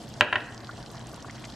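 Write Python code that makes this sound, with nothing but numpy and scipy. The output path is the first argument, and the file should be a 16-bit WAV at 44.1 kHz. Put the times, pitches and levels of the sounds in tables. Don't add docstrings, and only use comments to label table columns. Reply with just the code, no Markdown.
import sys
import numpy as np
from scipy import signal
from scipy.io import wavfile

SR = 44100
rng = np.random.default_rng(int(sys.argv[2]) if len(sys.argv) > 2 else 0)


def waveform_to_disk(signal):
    frames = np.transpose(np.atleast_2d(signal))
    scaled = np.clip(frames, -1, 1) * 32767
    samples = np.round(scaled).astype(np.int16)
    wavfile.write(sys.argv[1], SR, samples)


def undo_db(level):
    steps = np.asarray(level, float) / 20
    return 10 ** steps


N = 68355


def rms_one(x):
    return x / np.sqrt(np.mean(x ** 2) + 1e-20)


def at_hz(points, hz):
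    table_hz, value = np.array(points).T
    return np.interp(np.log(hz), np.log(table_hz), value)


def filtered(x, order, hz, kind="low"):
    return signal.sosfilt(signal.butter(order, hz, kind, fs=SR, output="sos"), x)


def drift(rate_hz):
    r = np.exp(-80 * np.pi * rate_hz / SR)
    slow = signal.lfilter([1], [1, -2 * r, r * r], rng.standard_normal(N // 40 + 2002))[2000:]
    return np.interp(np.arange(N) / 40, np.arange(len(slow)), rms_one(slow))


def ring(clicks, hz, t60_s):
    r = undo_db(-60 / (t60_s * SR))
    w = 2 * np.pi * hz / SR
    return signal.lfilter([0, np.sin(w)], [1, -2 * r * np.cos(w), r * r], clicks + 1e-18)


def bands():
    edges = 22 * 2 ** np.arange(0, 9.6, 0.5)
    return [(np.sqrt(a * b), signal.butter(2, [a, b], "band", fs=SR, output="sos"))
            for a, b in zip(edges, edges[1:])]


def pair(mid, side, alike):
    alike = np.clip(alike, 0, 1)
    return np.sqrt(1 + alike) * mid + np.sqrt(1 - alike) * side * np.array([[1], [-1]])


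# frequency in Hz, likeness 0 to 1.
LIKENESS = [(60, 0.98), (130, 1), (330, 0.53), (700, 0.88), (2000, 0.75), (4500, 0.48), (7000, 1),
            (14000, 1)]


def banded_noise(spectrum, patchy_db, flicker_hz):
    white = rng.standard_normal((2, 2, N))
    together = drift(3.7)
    out = 0
    for k, (hz, sos) in enumerate(bands()):
        level_db = at_hz(spectrum, hz) + patchy_db * (0.07 * together + drift(flicker_hz))
        out = out + undo_db(level_db) * pair(*signal.sosfilt(sos, white[k % 2]), at_hz(LIKENESS, hz))
    return rms_one(out)


# frequency in Hz, level in dB per Hz.
DRONE_SPECTRUM = [(15, -44), (25, -9.5), (123, 2.5), (167, -0.5), (220, -4), (437, -9), (493, -15),
                  (897, -8), (1500, -21), (1950, -24), (3300, -120)]


def drone():
    return undo_db(-45.5) * filtered(banded_noise(DRONE_SPECTRUM, patchy_db=-1.0, flicker_hz=2.1), 2, 1200)


# frequency in Hz, width in Hz, level in dB.
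FAN_LINES = [(53.6, 3.6, -64.5), (124, 12, -57), (222.6, 18, -52.5), (254, 3.4, -64), (313.4, 48, -56),
             (670, 150, -57)]


def fan():
    out = np.zeros(N)
    for hz, width_hz, db in FAN_LINES:
        t60_s = 1.19 / width_hz
        noise = rng.standard_normal(N + SR)
        out += undo_db(db) * rms_one(ring(ring(noise, hz, t60_s), hz, t60_s)[SR:])
    blade_hz = 120.8 + 3.4 * drift(4.3)
    return out + undo_db(-47 + 1.5 * drift(15.0)) * np.sin(2 * np.pi * np.cumsum(blade_hz) / SR)


# frequency in Hz, level in dB per Hz.
HISS_SPECTRUM = [(710, -0.5), (1200, 0.5), (2050, 9), (2500, -10), (5400, -2), (8500, -13), (13300, -22),
                 (15500, -28)]


def hiss():
    return undo_db(-53) * filtered(banded_noise(HISS_SPECTRUM, patchy_db=2.8, flicker_hz=16), 2, 900, "high")


def grains(per_s, low_hz, high_hz, size_db, clump_db, cycles):
    tilt_db_per_octave, resonators = -3, 24
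    sizes = undo_db(size_db * np.minimum(rng.exponential(1, N), 4)) * rng.choice([-1, 1], N)
    born = rng.random(N) < per_s * undo_db(clump_db * drift(25.0)) / SR
    dealt = rng.integers(0, resonators, N)
    lags = rng.integers(-2, 3, resonators)
    out = 0
    for k, hz in enumerate(np.geomspace(low_hz, high_hz, resonators)):
        t60_s = cycles / hz
        burst = 14 / t60_s / SR * ring(ring(sizes * born * (dealt == k), hz, t60_s), hz, t60_s)
        tilt = undo_db(tilt_db_per_octave * np.log2(hz / low_hz))
        out = out + tilt * np.array([burst, np.roll(burst, lags[k])])
    return rms_one(out)


def fizz():
    return undo_db(-56) * grains(per_s=1000, low_hz=2800, high_hz=9500, size_db=2.5, clump_db=4.5, cycles=15)


def simmer():
    return undo_db(-54.5) * grains(per_s=250, low_hz=446, high_hz=1660, size_db=2.5, clump_db=4.4, cycles=7.2)


def blips(rows, rise, partner_db):
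    length, port_lag_s = 2000, 2e-5
    out = np.zeros((2, N + length))
    t = np.arange(length) / SR
    chances = rng.uniform(-0.46, 1, (len(rows), 2))
    for (start_s, db, hz, cycles), (ratio, place) in zip(rows, chances):
        u = t * hz * np.sqrt(2) * np.log(1000) / cycles
        swell = (u * np.exp(1 - u)) ** 2
        ear_t = t + port_lag_s * place * np.array([[1], [-1]])
        phase = 2 * np.pi * hz * ear_t * (1 + rise * t * hz / cycles)
        tone = np.sin(phase) + undo_db(partner_db) * np.sin((1 + 0.24 * ratio) * phase)
        i = int(start_s * SR)
        out[:, i:i + length] -= undo_db(db) * swell * tone
    return out[:, :N]


# start in seconds, peak in dB, pitch in Hz.
SNAPS = [(0.019, -42, 5000), (0.08, -40, 4260), (0.101, -43, 3870), (0.14, -34.5, 4840),
         (0.4051, -34, 3370), (0.5233, -42.5, 3250), (0.5781, -33, 4550), (0.6463, -35.5, 3940),
         (0.6713, -37, 4200), (0.7116, -41, 3520), (0.7575, -49, 4000), (0.7785, -38.5, 3400),
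         (0.8278, -37, 4540), (0.8619, -36.5, 4470), (0.9028, -41, 4500), (0.9164, -40.5, 8900),
         (0.9722, -37.5, 4220), (0.9947, -42, 6700), (1.07, -35, 5940), (1.116, -39.5, 4900),
         (1.1438, -34, 4860), (1.161, -40, 7850), (1.2252, -35.5, 5700), (1.3102, -36, 6140),
         (1.355, -39, 5130), (1.4214, -45, 5740), (1.4431, -45, 5550), (1.4508, -33.5, 5940),
         (1.4542, -36, 4550), (1.501, -35.5, 4100), (0.0908, -41, 8600), (0.3497, -58, 9500),
         (0.546, -35.5, 5560), (0.605, -38, 4170), (0.772, -38, 4640), (0.836, -49, 5000),
         (0.9343, -46, 4800), (0.949, -45, 4800), (0.9547, -38.5, 5200), (0.968, -42, 5000),
         (0.98, -40, 4050), (1.0129, -42, 3620), (1.027, -49, 4020), (1.036, -59, 3620),
         (1.0435, -56, 8400), (1.084, -60, 3800), (1.0923, -43, 9200), (1.096, -42, 5010),
         (1.199, -58, 8340), (1.2047, -45, 5450), (1.254, -45.5, 6800), (1.271, -48, 4520),
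         (1.335, -57, 5350), (1.365, -46, 4250), (1.388, -53, 4520), (1.4003, -48, 10100),
         (1.4731, -48, 10500), (1.13, -42, 11500)]


def snaps():
    return blips([(*row, 9.1) for row in SNAPS], rise=0.08, partner_db=-0.2)


# frequency in Hz, t60 in seconds.
KITCHEN_T60 = [(150, 0.72), (600, 1), (1800, 0.64), (4000, 0.44), (9000, 0.38)]
# frequency in Hz, likeness 0 to 1.
KITCHEN_ALIKE = [(250, 1), (600, 0.96), (2000, 0.97), (3200, 0.42), (5000, 1)]


def kitchen(x, level_db, t60_share):
    onset_s, early_db, early_t60_s = 0.0027, 12, 0.07
    t = np.arange(SR // 2) / SR
    white = rng.standard_normal((2, 2, len(t)))
    tail = 0
    for k, (hz, sos) in enumerate(bands()):
        if hz > 90:
            decay = undo_db(-60 * t / (t60_share * at_hz(KITCHEN_T60, hz)))
            tail = tail + decay * pair(*signal.sosfilt(sos, white[k % 2]), at_hz(KITCHEN_ALIKE, hz))
    tail = tail * (1 - np.exp(-(t / onset_s) ** 2)) * (1 + undo_db(early_db - 60 * t / early_t60_s))
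    tail = tail / np.sqrt(np.sum(tail ** 2) / 2)
    return undo_db(level_db) * signal.fftconvolve(x[None], tail, axes=1)[:, :N]


# start in seconds, peak in dB, contact cut-off (hardness) in Hz.
KNOCKS = [
    (0.2091, 1.5, 4600),
    (.327, -11, 3650),
    (0.3299, -10.5, 3330),
    (0.3565, -9, 3640),
    (0.3592, -12.5, 3370),
]
# frequency in Hz, level in dB, t60 in seconds.
WOOD = [(900, -22, 0.022), (1075, 0.5, 0.013), (1378, -10.5, 0.022), (5660, -20, 0.003), (1678, 3, 0.011),
        (1900, 5, 0.01), (2100, -20, 0.0022), (6430, -3.5, 0.0061), (2552, 2.5, 0.004), (2804, 7, 0.0047),
        (3100, -12.5, 0.011), (3750, 3, 0.006), (4260, -3, 0.0031)]
# frequency in Hz, level in dB, t60 in seconds.
COUNTER = [(109, -33, 0.057), (239, -34, 0.053), (601, -27, 0.079)]


def spatula():
    strike_spread_db, crack_db, crack_grows = 3, -8, 0.6
    out = np.zeros((3, N))
    spread = rng.standard_normal((len(KNOCKS), len(WOOD)))
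    for (start_s, db, cut_hz), own in zip(KNOCKS, spread):
        click = np.zeros(SR // 5)
        click[:2] = 1 - start_s * SR % 1, start_s * SR % 1
        crack = undo_db(crack_db + crack_grows * db) * np.diff(filtered(click, 2, 2 * cut_hz), prepend=0)
        click = filtered(click, 4, cut_hz)
        thin = filtered(click, 2, 860, "high")
        hit = 0
        for (hz, mode_db, t60_s), o in zip(WOOD, own):
            hit = hit + undo_db(mode_db + strike_spread_db * o) * ring(ring(thin, hz, t60_s), hz, 0.0016)
        top = 0
        for hz, mode_db, t60_s in COUNTER:
            top = top + undo_db(mode_db) * 38 / t60_s / SR * ring(ring(click, hz, t60_s), hz, t60_s)
        thud = undo_db(-10) * ring(click, 420, 0.0087) + undo_db(-2) * thin
        i = int(start_s * SR)
        out[:, i:i + len(hit)] += undo_db(db) * np.array([crack - hit / np.abs(hit).max(), top, thud])
    return out


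def knock():
    wood, top, thud = spatula()
    shaded = filtered(wood, 1, 5730)
    to_walls = filtered(wood + thud, 2, 4600)
    return np.array([shaded, wood]) + top + kitchen(to_walls, level_db=-7, t60_share=1)


def duck():
    drop_db, recover_s = -6, 0.3
    t = np.arange(N) / SR - KNOCKS[0][0]
    return undo_db(drop_db * np.exp(-np.maximum(t, 0) / recover_s) * (t > 0))


# start in seconds, peak in dB, pitch in Hz, length in cycles.
PLOPS = [(.61, -48, 1985, 25), (.637, -33.5, 862, 2.1), (.692, -30, 1300, 13.3), (.732, -43, 516, 4.8),
         (.789, -35.5, 577, 3.2), (.8625, -39, 2920, 17), (.946, -35.5, 940, 6.7), (.968, -44, 1380, 13),
         (1.133, -42, 1220, 22), (1.144, -45, 870, 8.1), (1.179, -40.5, 860, 7.9), (1.2195, -44, 3200, 9.8),
         (1.246, -34, 1110, 7.9), (1.285, -34.5, 690, 2.1), (1.297, -36, 1890, 16), (1.356, -49, 865, 22),
         (1.406, -41, 3630, 8.6), (1.426, -43, 1090, 3.7), (1.435, -38, 820, 4.3), (1.438, -39, 1940, 9.8),
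         (1.442, -34.5, 2630, 9), (1.445, -35, 2840, 5.2), (1.454, -42, 2000, 10), (1.457, -45, 3160, 6.1),
         (1.480, -49, 805, 4.4), (1.514, -51, 4340, 11), (1.523, -35, 3800, 5.3), (1.541, -44, 4370, 13)]


def plops():
    return blips(PLOPS, rise=0.083, partner_db=-5.5)


def scene():
    pot = fizz() + simmer() + snaps() + plops()
    pot = pot + kitchen(pot.mean(0), level_db=-6.5, t60_share=0.04)
    steady = drone() + fan() + hiss()
    return knock() + duck() * (pot + steady)


def low_pass(x):
    return signal.sosfilt(signal.butter(12, 16330, fs=SR, output="sos"), x)


def record(dry):
    overload, cutoff_hz = 0.97, 16000
    squashed = dry / (1 + (dry / overload) ** 6) ** (1 / 6)
    mix = signal.sosfilt(signal.cheby2(10, 60, cutoff_hz, fs=SR, output="sos"), squashed)
    return low_pass(mix)


dry = scene()
out = record(dry)
waveform_to_disk(out)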